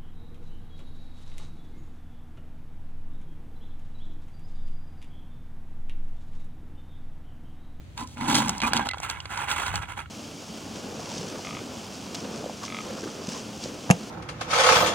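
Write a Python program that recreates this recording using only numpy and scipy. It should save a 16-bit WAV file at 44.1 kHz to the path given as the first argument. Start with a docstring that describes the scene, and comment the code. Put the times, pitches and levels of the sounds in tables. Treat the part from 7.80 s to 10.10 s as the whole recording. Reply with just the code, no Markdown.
"""Scooping dry kibble from a plastic bin

A scoop is shoved through the heap: many small impacts sum to a crunch, and the bin's resonances boom.
Friction makes the scoop's rim sing, single pieces knock on it, and shakes slide the lifted load level.
A phone held close above hears this at two microphone ports, with hand rumble and faint outdoor air."""
import sys
import numpy as np
from scipy import signal
from scipy.fft import rfft, irfft
from scipy.io import wavfile
from scipy.ndimage import uniform_filter1d

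SR = 44100
rng = np.random.default_rng(int(sys.argv[2]) if len(sys.argv) > 2 else 0)


def master_out(mix):
    """Clip the mix to full scale and print it as 16-bit PCM to the path in sys.argv[1]."""
    frames = np.transpose(np.atleast_2d(mix))
    ceiling = np.clip(frames, -1, 1)
    pcm = np.round(ceiling * 32767).astype(np.int16)
    wavfile.write(sys.argv[1], SR, pcm)


N = 101429

# Levels in the tables are relative; each source adds its own gain.
# shoves that make the heap give way (start [s], length [s], crunch [dB], grit [dB], boom [dB])
SHOVES = [(.178, 0.034, -40, -49, -46), (.207, 0.029, -44.5, -52.5, -37), (.27, 0.078, -61, -59.5, -56.5),
          (.372, 0.038, -42, -56.5, -40.5), (.408, 0.096, -35, -48.5, -33), (.485, 0.046, -27, -35, -26),
          (.546, 0.046, -26.5, -30.5, -24.5), (.601, 0.025, -28.5, -41, -28.5),
          (.64, 0.066, -33, -45, -29.5), (.72, 0.071, -40, -53.5, -40.5), (.834, 0.014, -27.5, -43, -26),
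          (.868, 0.012, -27.5, -38.5, -32.5), (.915, 0.0031, -30.5, -56, -32),
          (.946, 0.031, -28, -41.5, -28.5), (.994, 0.024, -31.5, -51, -33), (1.026, 0.011, -37.5, -56, -43),
          (1.057, 0.0081, -31.5, -46.5, -38)]
# shakes of the load in the lifted scoop (start [s], length [s], rattle [dB], grit [dB])
SLIDES = [(1.15, 0.35, -50.5, -62), (1.236, 0.0087, -32, -41.5), (1.262, 0.014, -40.5, -70),
          (1.301, 0.0041, -32.5, -41), (1.319, .06, -42, -63), (1.51, 0.043, -35.5, -47),
          (1.575, 0.067, -32.5, -46), (1.68, 0.061, -32.5, -49), (1.702, 0.021, -32, -36),
          (1.765, 0.073, -31, -41.5), (1.865, 0.017, -31.5, -40.5), (1.89, 0.042, -37.5, -53),
          (1.942, 0.035, -33.5, -45), (2.025, 0.0056, -34.5, -50.5), (2.089, 0.034, -39.5, -52.5),
          (2.177, 0.026, -36, -49.5)]
# single pieces striking the scoop (time [s], level [dB], pitch [Hz], tick [dB], snap [dB])
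KNOCKS = [(0.176, -31.5, 960, -46.5, -34.5), (0.273, -57, 990, -50, -57), (0.544, -16, 2420, -50, -22.5),
          (0.552, -35, 950, -27, -19.5), (0.682, -27, 910, -37, -43), (0.693, -16, 1110, -27.5, -30.5),
          (0.78, -46, 950, -41.5, -50), (0.802, -23, 1000, -47, -29.5), (0.817, -18.5, 2270, -39, -29),
          (0.824, -15, 1860, -43, -33), (0.933, -11, 1610, -30, -24), (0.966, -21, 1420, -33, -23),
          (0.974, -32, 921, -36, -25), (0.994, -14, 880, -50, -44), (1.069, -24.5, 780, -49, -41),
          (1.088, -18, 1300, -39.5, -25.5), (1.111, -20, 2026, -48, -35.5), (1.134, -19.5, 1380, -56, -39),
          (1.143, -21, 950, -58, -45), (1.172, -27, 830, -62, -61), (1.182, -36, 1370, -52, -38),
          (1.201, -28, 785, -44.5, -59), (1.232, -23, 805, -42, -40), (1.298, -25.5, 1110, -36.5, -28),
          (1.402, -24, 2920, -60, -38), (1.455, -21, 1110, -55, -36.5), (1.574, -25, 980, -43, -35),
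          (1.684, -19.5, 1920, -53, -36), (1.713, -24, 1380, -44, -23.5), (1.864, -22.5, 1250, -47, -30.5),
          (1.94, -20.5, 860, -55, -39), (1.956, -25, 1650, -34, -28.5), (2.024, -28, 1240, -55, -51),
          (2.258, -30.5, 1340, -88, -69)]
# rubs of the rim on the kibble (start [s], length [s], pitch [Hz], level [dB])
RIM_RUBS = [(0.188, 0.054, 1000, -40), (1.1, 0.018, 2030, -37.5), (0.836, 0.013, 2460, -30),
            (0.838, 0.036, 1150, -30.5), (1.01, 0.0061, 1620, -32.5)]
# spectra of kibble in the heap and in the scoop (frequency [Hz], level [dB])
HEAP_SPECTRUM = [(350, -8), (480, -3), (650, -1.5), (880, 13.5), (1300, 2), (2300, -1), (3600, -5),
                 (5000, -17), (6300, -17.5), (8000, -24), (11000, -25.5), (13000, -33.5), (15000, -37.5)]
LOAD_SPECTRUM = [(350, -8), (480, -11.5), (650, -7), (880, 3.5), (1300, 1.5), (2300, -3.5), (3600, -9.5),
                 (5000, -31), (6300, -18), (8000, -21.5), (11000, -22.5), (13000, -33), (15000, -33)]
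# normal modes of the bin and of the scoop (frequency [Hz], level [dB], 60 dB decay time [s])
BIN_MODES = [(138.6, 1, 0.12), (249, 2, 0.083), (295, 2, 0.1)]
SCOOP_MODES = [(831, 9, 0.08), (900, 3, 0.073), (1138, 3, 0.17), (1298, 6.9, 0.33), (1665, 6.1, 0.11),
               (2230, 5.5, 0.2), (2435, 8.9, 0.09), (3290, 12, 0.08)]
# the bin's air resonance, moving as the scoop sinks in and turns (time [s], frequency [Hz])
CAVITY_GLIDE = [(0.42, 235.9), (0.52, 251), (0.599, 240.8), (0.661, 218), (0.778, 179.5), (0.83, 225.8),
                (0.97, 229.5)]
# phase lead of the left port over the right (frequency [Hz], phase [rad])
PORT_PHASE = [(0, 0), (950, -1.4), (1980, 1.1), (3100, 0.8), (3360, 2.1), (4130, 1.7), (5000, 3.0),
              (6800, 4.3), (7670, 6.0), (9560, 6.6), (11100, 9.4), (12900, 9.5), (13700, 12.5),
              (16200, 12.5)]
# level of the left port over the right (frequency [Hz], level [dB])
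PORT_BALANCE = [(60, 2), (110, -0.5), (200, -0.5), (380, 4), (700, -2), (1290, -7.5), (2380, -4.5),
                (4400, -3), (8120, 2), (15000, 0)]
# jolts of the hand on the phone (start [s], length [s], level [dB])
JOLTS = [(1.775, 0.019, -48), (1.88, 0.15, -41), (1.955, 0.011, -33.5)]
# spectra of the hand's rumble and of the outdoor air (frequency [Hz], level [dB])
RUMBLE_SPECTRUM = [(20, -38), (40, -12.5), (60, -0.5), (100, 0), (140, -5), (200, -14), (320, -24.5),
                   (600, -27.5), (1500, -54.5)]
AIR_SPECTRUM = [(180, -20.5), (300, -4), (416, -15.5), (1010, -19.5), (2440, -21), (4390, -24.5),
                (5440, -34), (6300, -28), (15000, -43)]

SHOVE_ATTACK_S, SHOVE_RELEASE_S = 0.0059, 0.013
SLIDE_ATTACK_S, SLIDE_RELEASE_S = 0.0096, 0.018
GRIT_HZ, SCRAPE_S = 5390, 0.0051  # lower edge of the grit; decay of the rubbing after a contact
THUD_HZ, THUD_DB = 816, 11  # the floor of the scoop
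DRIFT_DB_PER_S = -0.4  # left over right: the scoop moves to the right


def digging():
    """Granular flow: each shove sets pieces colliding, excites the rim and makes the bin boom."""
    impacts = contacts(per_s=2400, scatter_db=3.5, cycles=14.2)
    body, grit = body_and_grit(colour(impacts, HEAP_SPECTRUM))
    rim = undb(-11.5) * steady(band(noise(), 773, 1020, order=2), size=900)
    crunch = (body + rim) * undb(0.5) * surges(SHOVES, column=2)
    return crunch + grit * undb(4.5) * surges(SHOVES, column=3) + bin_boom()


def bin_boom():
    """Forced resonance: the shoves drive the air cavity and the wall modes of the bin."""
    walls = ring(noise(), BIN_MODES) + undb(-7) * unit(band(noise(), 77, 357, order=2))
    cavity = resonance(np.interp(times(), *np.array(CAVITY_GLIDE).T), width_hz=47)
    boom = cavity + undb(-3) * steady(walls, size=1400)
    return boom * undb(-2.5) * surges(SHOVES, column=4, release_s=0.021)


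def sliding():
    """Granular rattle: each shake sends the load over the floor of the hollow scoop, which drums."""
    impacts = contacts(per_s=1400, scatter_db=2.5, cycles=26)
    body, grit = body_and_grit(colour(impacts, LOAD_SPECTRUM))
    hollow = undb(-19) * unit(band(noise(), 148, 322, order=2))
    rattle = (body + hollow) * undb(0.5) * surges(SLIDES, 2, SLIDE_ATTACK_S, SLIDE_RELEASE_S)
    return rattle + grit * undb(2) * surges(SLIDES, 3, SLIDE_ATTACK_S, SLIDE_RELEASE_S)


def knocking():
    """Impact excitation: a hard piece on plastic gives a pitched knock, a crack, a snap and a tick."""
    out, t = np.zeros(N + SR), times()[:SR // 20]
    onset = 1 - burst(t, 0.00058)
    for at, db, hz, tick_db, snap_db in KNOCKS:
        rough = rng.standard_normal((3, 2 * len(t)))
        crack = steady(band(rough[0], 0.59 * hz, 2.1 * hz), size=120)[-len(t):]
        snap = steady(band(rough[1], 2340, 5000), size=80)[-len(t):]
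        tick = steady(band(band(rough[2], 3840, 13800), 4770, 6900, order=1), size=60)[-len(t):]
        # scaled by db here and again in the knock, so it stands out under the hardest blows
        thud = undb(db + THUD_DB) * np.sin(2 * np.pi * THUD_HZ * t)
        tone = (np.sin(2 * np.pi * hz * t) + thud) * burst(t, 0.0025)
        knock = undb(db - 2.5) * (tone + undb(-5.5) * crack * fade(t, t60=0.019))
        snap *= undb(snap_db + 2) * burst(t, 0.0042)
        tick *= undb(tick_db + 11) * burst(t, 0.0035)
        start = int(at * SR)
        out[start:start + len(t)] += (knock + snap + tick) * onset
    return out[:N]


def singing():
    """Frictional excitation: the scoop's rim catches on the kibble and sings briefly."""
    return sum(resonance(rub[2], width_hz=68) * surges([rub], column=3) for rub in RIM_RUBS)


def contacts(per_s, scatter_db, cycles):
    """Superposition of random impacts: each rings at six pitches that fall 60 dB in `cycles` periods."""
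    count, t = int(per_s * N / SR), times()[:400]
    out = np.zeros(N + len(t))
    where = rng.integers(N, size=(count, 1)) + np.arange(len(t))
    strength = undb(np.minimum(rng.exponential(size=(count, 1)), 4.6) * scatter_db)
    for k in range(6):
        hz = 330 * 2 ** (.95 * (k + rng.random((count, 1))))  # about an octave apart
        push = rng.uniform(-1, 1, (count, 1))
        np.add.at(out, where, strength * push * hz * fade(t, cycles / hz) * np.sin(2 * np.pi * hz * t))
    return unit(out[:N])


def body_and_grit(impacts):
    """Impact and friction: contacts split into body and treble grit, where rough faces rub on briefly."""
    decay = np.exp(-times()[:SR // 50] / SCRAPE_S)
    rubbing = np.sqrt(np.abs(signal.fftconvolve(band(impacts, GRIT_HZ, 12000) ** 2, decay)[:N]))
    scrape = unit(rubbing * band(colour(noise(), HEAP_SPECTRUM), GRIT_HZ))
    grit = unit(band(impacts, GRIT_HZ)) + undb(1) * scrape
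    return steady(band(impacts, 376, GRIT_HZ), size=800), steady(grit, size=1000)


def ring(x, modes):
    """Modal response: x is convolved with a unit-energy sum of damped sinusoids."""
    t = times()[:SR // 4]
    response = sum((-1) ** k * undb(db) * fade(t, t60) * np.sin(2 * np.pi * hz * t)
                   for k, (hz, db, t60) in enumerate(modes))
    return signal.fftconvolve(x, response / np.sqrt(np.sum(response ** 2)))[:N]


def resonance(hz, width_hz):
    """Randomly driven resonance: narrowband noise around a fixed or moving pitch."""
    lowpass = signal.butter(2, width_hz / 2, fs=SR, output="sos")
    wander = signal.sosfilt(lowpass, noise() + 1j * noise())
    phase = 2 * np.pi * np.cumsum(hz * np.ones(N)) / SR
    return steady(np.real(wander * np.exp(1j * phase)), size=1000)


def bin_echo(x):
    """Reverberation: dense, short reflections from the bin's walls, drawn anew for each port."""
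    t = times()[:SR // 5]
    tail = band(noise(), 880, 3660)[:len(t)] * fade(t, t60=0.017) * (1 - np.exp(-t / 0.0032))
    return undb(-15) * signal.fftconvolve(x, tail / np.sqrt(np.sum(tail ** 2)))[:N]


def ports(pair):
    """Spaced receivers: phase and level differ between the two ports, and the balance drifts right."""
    f = np.fft.rfftfreq(2 * N, 1 / SR)
    phase = np.interp(f, *np.array(PORT_PHASE).T)
    hz, db = np.array(PORT_BALANCE).T
    balance_db = np.interp(np.log(f + 1), np.log(hz), db)
    sides = np.array([[0.5], [-0.5]])
    heard = irfft(rfft(pair, 2 * N) * undb(sides * balance_db) * np.exp(1j * sides * phase))[:, :N]
    return heard * undb(sides * DRIFT_DB_PER_S * (times() - N / SR / 2))


def hand_rumble():
    """Structure-borne sound: the hand shakes both ports, and each adds a deep rumble of its own."""
    shared = colour(noise(), RUMBLE_SPECTRUM)
    own = [undb(1) * band(colour(noise(), RUMBLE_SPECTRUM), 18, 80, order=2) for _ in range(2)]
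    grip = undb(-44.5) + surges(JOLTS, column=2, attack_s=0.0097, release_s=0.0053)
    return np.array([steady(shared + deep, size=3000) for deep in own]) * grip


def outdoor_air():
    """Ambient noise: faint, steady and uncorrelated between the ports."""
    air = [unit(band(colour(noise(), AIR_SPECTRUM), 190, 12000)) for _ in range(2)]
    return undb(-56.5) * np.array(air)


def surges(rows, column, attack_s=SHOVE_ATTACK_S, release_s=SHOVE_RELEASE_S):
    """Incoherent addition: each row rises, holds at its level in `column` and decays; powers add."""
    t, power = times(), 0
    for row in rows:
        start, length = row[:2]
        flow = np.exp(np.minimum(t - start, 0) / attack_s - np.maximum(t - start - length, 0) / release_s)
        power += (flow * undb(row[column])) ** 2
    return np.sqrt(power)


def colour(x, points):
    """Minimum-phase filtering through points of (frequency [Hz], level [dB])."""
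    hz, db = np.array(points).T
    f = np.maximum(np.fft.rfftfreq(8192, 1 / SR), 1)
    cepstrum = irfft(np.log(undb(np.interp(np.log(f), np.log(hz), db))))
    half = len(cepstrum) // 2
    cepstrum[1:half] *= 2
    cepstrum[half + 1:] = 0
    return signal.fftconvolve(x, irfft(np.exp(rfft(cepstrum))))[:N]


def steady(x, size):
    """Normalisation by the running RMS over `size` samples; the finer grain stays."""
    power = uniform_filter1d(uniform_filter1d(x ** 2, size), size // 2)
    return x / np.sqrt(np.abs(power) + 1e-12)


def band(x, lo_hz, hi_hz=.45 * SR, order=3):
    return signal.sosfilt(signal.butter(order, [lo_hz, hi_hz], "band", fs=SR, output="sos"), x)


def burst(t, length_s):
    return np.exp(-(t / length_s) ** 2)


def fade(t, t60):
    return np.exp(-np.log(1000) * t / t60)


def unit(x):
    return x / np.sqrt(np.mean(x ** 2))


def undb(db):
    return 10 ** (np.asarray(db) / 20)


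def times():
    return np.arange(N) / SR


def noise():
    return rng.standard_normal(N)


def scene():
    """Superposition: kibble, ringing scoop and reflections reach the ports over the background."""
    kibble = digging() + singing() + sliding() + knocking()
    kibble += undb(-24.5) * ring(kibble, SCOOP_MODES)
    aside = undb(-11) * band(digging() + sliding(), 650, 12000)  # pieces off to either side
    pair = np.array([kibble + bin_echo(kibble) + side * aside for side in (1, -1)])
    return ports(pair) + hand_rumble() + outdoor_air()


def record(dry):
    """Band limiting: the phone cuts the treble steeply above 15.9 kHz."""
    return signal.sosfilt(signal.ellip(8, .2, 70, 15900, fs=SR, output="sos"), dry)


dry = scene()
out = record(dry)
master_out(out)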